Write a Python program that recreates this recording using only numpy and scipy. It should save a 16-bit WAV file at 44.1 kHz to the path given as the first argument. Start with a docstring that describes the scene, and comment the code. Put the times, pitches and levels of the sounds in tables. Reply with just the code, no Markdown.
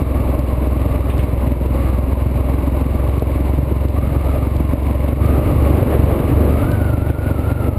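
"""A single-cylinder trail motorbike thumps along a gravel road, heard from the rider's helmet.
Firings boom in the silencer and bark in the pipe; valves clatter, tyres crunch, bright ticks snap.
Wind rushes, buffets and whistles at the helmet. One stretch overlaps a slightly faster one.
Hard firings duck the camera's gain control, and its coarse sampling adds a fizz."""
import sys
import numpy as np
from scipy import signal
from scipy.fft import rfft, irfft, next_fast_len
from scipy.io import wavfile
from scipy.ndimage import uniform_filter1d, map_coordinates

SR = 44100
rng = np.random.default_rng(int(sys.argv[2]) if len(sys.argv) > 2 else 0)


def bounce(signal):
    """Save signal as a 16-bit WAV file at the path given by the first command-line argument."""
    frames = np.transpose(np.atleast_2d(signal))
    limited = np.clip(frames, -1, 1)
    pcm = np.round(limited * 32767).astype(np.int16)
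    wavfile.write(sys.argv[1], SR, pcm)


N = 343098
TIME = np.arange(N) / SR
# spectrum of gravel and valve noise: (frequency [Hz], level [dB])
GRIT_SPECTRUM = [(600, 1.5), (1300, -5), (1800, -0.5), (2200, 4.5), (2450, -1), (2800, -1), (3200, -9.5),
                 (3950, -9), (4300, -13), (4800, -15.5), (5500, -26), (6000, -50)]


def engine(speed, silencer_modes, offset_cycles, level_db, bark_db, puff_db, clatter_db):
    """Each firing booms in the silencer, barks in the pipe and puffs gas; valves ring the head."""
    # accented firings: (time [s], extra force [dB])
    bangs = [(.02, 6), (.16, 9.5), (.39, 6.5), (.67, 6.5), (1.38, -1), (1.48, 1), (1.52, 7), (2.31, 1),
             (2.68, 6), (3.0, 5.5), (3.59, 8.5), (3.72, 3.5), (3.85, 6), (3.99, 6.5), (4.16, 9.5),
             (4.6, 6.5), (4.74, 6.5), (5.13, 4.5), (6.03, 7), (6.94, 1), (7.02, 4), (7.1, 8.5), (7.31, 2.5),
             (7.39, 3), (7.52, 5.5), (7.69, 5)]
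    # exhaust pipe resonances: (frequency [Hz], width [Hz], level [dB])
    pipe_modes = [(107, 52.7, 1.5), (137.6, 16.5, 4), (250.7, 50, -1), (324, 79, -8.5), (381, 84, -19.5),
                  (590, 47, -10.5)]
    # exhaust gas spectrum: (frequency [Hz], level [dB])
    puff_spectrum = [(60, -9), (130, 6.5), (185, -8.5), (270, 0.5), (350, -3.5), (480, -26), (620, -20.5),
                     (800, -19.5), (1500, -47), (3000, -58.5)]
    # cylinder head resonances: (frequency [Hz], width [Hz], level [dB])
    head_modes = [(2220, 180, 1.5), (2560, 140, 2), (2970, 290, -1.5), (3965, 81, 5.5)]
    firing_hz = curve(speed)
    cycle = np.cumsum(firing_hz) / SR - offset_cycles
    fired_s = np.interp(np.arange(int(cycle[-1]) + 1), cycle, TIME)
    burn, boom_jitter, bark_jitter, bark_scatter = rng.standard_normal((len(fired_s), 4)).T
    force_db = 1.5 * (burn - .29 * np.roll(burn, 1))  # the next burn partly makes up a weak one
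    for time_s, extra_db in bangs:
        force_db[np.argmin(abs(fired_s - time_s))] += extra_db
    # a harder burn raises the bark more than the boom
    round_pulses = blasts(fired_s + .00095 * boom_jitter, amp(.43 * force_db), edge_hz=620)
    bark_sizes = amp(1.2 * force_db + 1.25 * bark_scatter)
    sharp_pulses = blasts(fired_s + .0012 + .00064 * bark_jitter, bark_sizes, edge_hz=1500)
    boom = resonate(round_pulses, silencer_modes)
    bark = amp(bark_db) * resonate(sharp_pulses, pipe_modes)
    exhaust_open = np.exp(1.47 * (np.cos(2 * np.pi * (cycle + .026)) - 1))
    gas_gain = amp(.59 * np.interp(TIME, fired_s, force_db))
    puff = amp(puff_db) * unit(noise(puff_spectrum) * exhaust_open * gas_gain)
    valve_contact = np.exp(1.8 * (np.cos(2 * np.pi * (cycle - .08)) - 1))
    clatter = amp(clatter_db) * resonate(noise(GRIT_SPECTRUM) * valve_contact, head_modes)
    throttle_db = 1.1 * uniform_filter1d(np.gradient(firing_hz, TIME), SR // 4)  # louder when pulling
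    return amp(level_db + throttle_db) * (boom + bark + puff + clatter)


def blasts(times_s, sizes, edge_hz, radiate_hz=44):
    """Pressure pulses rounded by the valve's opening time; the narrow tailpipe cuts deep bass."""
    return filtered(pulses(times_s, sizes),
                    lambda hz: 1 / (1 + 1j * hz / edge_hz) ** 3 / (1 + (radiate_hz / (hz + 1)) ** 6))


def riding_noise(flow, width_hz, wind_db, road_db, whistle_db, cruise_hz=1100):
    """One airflow, in octaves of whistle pitch above cruise, drives wind, tyres and whistle."""
    flow_oct = np.log2(curve(flow) / cruise_hz)
    return (amp(wind_db) * wind(flow_oct) + amp(road_db) * tyres(flow_oct)
            + amp(whistle_db) * whistle(flow_oct, cruise_hz, width_hz))


def wind(flow_oct, db_per_oct=3.5):
    """Turbulent air tumbles past the helmet, louder as it flows faster."""
    # turbulence spectrum: (frequency [Hz], level [dB])
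    spectrum = [(10, -34), (22, -10), (38, 10.5), (55, 0), (100, 4.5), (180, 0), (270, 3.5), (340, .5),
                (430, -3), (520, -1), (605, 2), (680, -7.5), (880, -9.5), (1200, -14.5), (1600, -26),
                (3000, -56.5)]
    return amp(db_per_oct * flow_oct + wobble(30)) * noise(spectrum)


def gusts(from_s, to_s):
    """Gusts centred within the span swell and fade, buffeting the helmet in lumps."""
    # gusts: (centre [s], length [s], level [dB])
    swells = [(4.095, .12, -24.5), (5.104, .1, -24.5), (5.401, 0.42, -20.5), (5.937, 0.68, -16),
              (6.422, .55, -17), (7.49, .1, -31), (7.663, .06, -23.5)]
    # buffeting spectrum: (frequency [Hz], level [dB])
    spectrum = [(70, -22), (170, -2.5), (260, 0), (480, -1.5), (620, -6), (900, -17), (1600, -23.5),
                (3000, -34), (6000, -62)]
    envelope = sum(amp(db) * np.cos(np.pi * np.clip((TIME - centre_s) / length_s, -.5, .5))
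                   for centre_s, length_s, db in swells if from_s <= centre_s < to_s)
    return envelope * amp(2.7 * wobble(35)) * noise(spectrum)


def whistle(flow_oct, cruise_hz, width_hz, db_per_oct=8.5):
    """A breathy edge tone whose pitch and strength follow the airflow."""
    pitch_hz = cruise_hz * 2 ** flow_oct * (1 + .012 * wobble(25))
    phase = 2 * np.pi * np.cumsum(pitch_hz) / SR
    a, b = [filtered(rng.standard_normal(N), lambda hz: 1 / (1 + (hz / width_hz) ** 2))
            for _ in range(2)]
    return amp(db_per_oct * flow_oct) * unit(a * np.cos(phase) + b * np.sin(phase))


def tyres(flow_oct, db_per_oct=4.5, grains=3000):
    """Gravel crunches in dense grains over a smooth hiss; both swell with the airflow."""
    sizes = np.sign(rng.standard_normal(grains)) * amp(rng.uniform(-9, 0, grains))
    crunch = coloured(pulses(rng.uniform(0, N / SR, grains), sizes), GRIT_SPECTRUM)
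    return amp(db_per_oct * flow_oct + .62 * wobble(40)) * (noise(GRIT_SPECTRUM) + amp(-3.5) * crunch)


def ruts():
    """Ruts jolt the bike with short, dead knocks."""
    # jolts: (time [s], level [dB])
    jolts = [(3.221, -11.5), (5.91, -20)]
    return hits(jolts, [(400, 230, 10.5), (850, 690, -7)], t60_s=.031, soft_hz=1200, gain_db=2.5)


def ticks():
    """Short bright ticks: flicked stones, and the sharp edge of a hard firing at .39 s."""
    # ticks: (time [s], level [dB])
    events = [(.392, -38), (1.18, -36), (3.195, -35), (3.885, -42), (4.565, -36.5), (5.26, -39),
              (6.716, -33.5)]
    return hits(events, [(2800, 1600, .073), (4600, 1300, .93)], t60_s=.02, soft_hz=10000, gain_db=-1)


def scrapes():
    """The tyres scuff loose gravel."""
    # scuffs: (time [s], level [dB])
    scuffs = [(1.098, -36), (1.192, -38), (5.08, -40.5), (7.085, -41.5)]
    return hits(scuffs, [(2330, 900, 1), (3740, 900, -6.5)], t60_s=.2, soft_hz=5000, gain_db=.5)


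def hits(events, modes, t60_s, soft_hz, gain_db):
    """Bursts of force, dulled by a soft contact, drive damped resonances."""
    force = sum(amp(db - 60 * abs(TIME - s) / t60_s) * (TIME >= s) for s, db in events)
    burst = filtered(force * rng.standard_normal(N), lambda hz: 1 / (1 + 1j * hz / soft_hz) ** 3)
    return amp(gain_db) * np.sqrt(np.mean(force ** 2)) * resonate(burst, modes)


def gain_control(x, threshold_db, attack_s=.0043, recover_db_per_s=51):
    """A hard bang slips through, then ducks the level for a moment."""
    over_db = np.maximum(20 * np.log10(abs(x) + 1e-9) - threshold_db, 0)
    recovery_db = recover_db_per_s * TIME
    held_db = np.maximum.accumulate(over_db + recovery_db) - recovery_db
    pole = np.exp(-1 / (attack_s * SR))
    return x * amp(-signal.lfilter([1 - pole], [1, -pole], held_db))


def amp(db):
    """Decibels to gain."""
    return 10 ** (np.asarray(db) / 20)


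def unit(x):
    """Scale to rms 1."""
    return x / np.sqrt(np.mean(x ** 2) + 1e-20)


def curve(points):
    """(time [s], value) points, interpolated per sample."""
    return np.interp(TIME, *np.transpose(points))


def fade(start_s, length_s):
    """Linear ramp from 0 to 1."""
    return np.clip((TIME - start_s) / length_s, 0, 1)


def wobble(knot_hz):
    """Smooth random curve."""
    return map_coordinates(rng.standard_normal(int(N * knot_hz / SR) + 4), [TIME * knot_hz])


def pulses(times_s, sizes):
    """One impulse at each time."""
    return np.bincount(np.clip(times_s * SR, 0, N - 1).astype(int), sizes, N)


def filtered(x, response):
    """Apply a complex frequency response."""
    size = next_fast_len(N + SR // 2)
    return irfft(rfft(x, size) * response(np.fft.rfftfreq(size, 1 / SR)), size)[:N]


def coloured(x, spectrum):
    """Shape x by (frequency [Hz], level [dB]) points on a log axis; rms 1."""
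    points_hz, db = np.transpose(spectrum)
    return unit(filtered(x, lambda hz: amp(np.interp(np.log(hz + 1), np.log(points_hz), db))))


def noise(spectrum):
    """Coloured noise; rms 1."""
    return coloured(rng.standard_normal(N), spectrum)


def resonate(x, modes):
    """Ring (frequency [Hz], width [Hz], level [dB]) modes of alternating sign; rms 1."""
    def response(hz):
        return sum((-1) ** k * amp(db) * 1j * hz * width / (centre ** 2 - hz ** 2 + 1j * hz * width)
                   for k, (centre, width, db) in enumerate(modes))
    return unit(filtered(x, response))


def scene():
    """Two overlapping, gain-controlled stretches of engine, air and road; ticks and scrapes on top."""
    # engine speed per stretch: (time [s], firing rate [Hz])
    slow_speed = [(0, 21.63), (.7, 21.22), (1.6, 21.26), (2.4, 21.78), (3.1, 21.98), (3.9, 22.57),
                  (5, 22.82), (5.3, 23.15), (5.8, 23.2), (6.7, 23.93)]
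    fast_speed = [(5.2, 24.03), (6, 24.24), (6.8, 24.52), (7.3, 24.11), (7.78, 23.65)]
    # silencer resonances: (frequency [Hz], width [Hz], level [dB])
    slow_silencer = [(64.23, 11.8, 1.5), (107.8, 57, -12)]
    fast_silencer = [(74.9, 26, 0.5), (110.6, 42.5, -5)]
    # airflow over the helmet: (time [s], whistle pitch [Hz])
    slow_flow = [(0, 1126), (.6, 1040), (1.0, 1181), (1.6, 957), (1.85, 1164), (2.15, 1012), (2.4, 1130),
                 (2.7, 1008), (2.95, 1164), (3.5, 1027), (3.85, 1019), (4.07, 1247), (4.18, 1144),
                 (4.3, 1265), (4.55, 1041), (5.0, 1032), (5.35, 1262), (5.8, 1089), (6.55, 1217)]
    fast_flow = [(5.2, 1180), (6.0, 1060), (6.5, 1178), (6.7, 1511), (7.0, 1340), (7.1, 1470), (7.17, 1390),
                 (7.29, 1473), (7.39, 1270), (7.5, 1432), (7.78, 1246)]
    fast_start_s = 5.17
    slow = engine(slow_speed, slow_silencer, offset_cycles=.376,
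                  level_db=-15.5, bark_db=-10, puff_db=-10.5, clatter_db=-37.5)
    slow += riding_noise(slow_flow, width_hz=73, wind_db=-23, road_db=-41.5, whistle_db=-38.5)
    slow += gusts(0, fast_start_s) + ruts()
    fast = engine(fast_speed, fast_silencer, offset_cycles=.118,
                  level_db=-16, bark_db=-7.5, puff_db=-8, clatter_db=-37)
    fast += riding_noise(fast_flow, width_hz=45, wind_db=-24.5, road_db=-44, whistle_db=-40)
    fast += gusts(fast_start_s, N / SR)
    slow = gain_control(slow, threshold_db=-8) * (1 - fade(start_s=6.6, length_s=.38))
    fast = gain_control(fast, threshold_db=-7.5) * fade(fast_start_s, length_s=.054)
    mono = slow + fast + ticks() + scrapes()
    return np.array([mono, mono])


def record(dry, hold_hz=12000, top_hz=15300):
    """The mono camera rounds peaks and holds coarse samples, mirroring the sound into the treble."""
    # faint hiss, opposite in sign at each ear: (frequency [Hz], level [dB])
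    hiss_spectrum = [(35, -31), (60, -2.5), (2840, -25), (6020, -26), (8480, -29.5), (10900, -42),
                     (14000, -49)]
    rounded = dry[0] / (1 + abs(dry[0] / .98) ** 8) ** (1 / 8)
    # sample and hold: differentiate, chop, integrate
    slope = filtered(rounded, lambda hz: 1j * hz * (hz < hold_hz / 2))
    steps = slope * (1 + 2 * np.cos(2 * np.pi * hold_hz * TIME))
    held = filtered(steps, lambda hz: (hz > 10) / (1j * np.maximum(hz, 1)))
    hiss = amp(-67) * noise(hiss_spectrum)
    return np.array([filtered(ear, lambda hz: hz < top_hz) for ear in (held + hiss, held - hiss)])


dry = scene()
out = record(dry)
bounce(out)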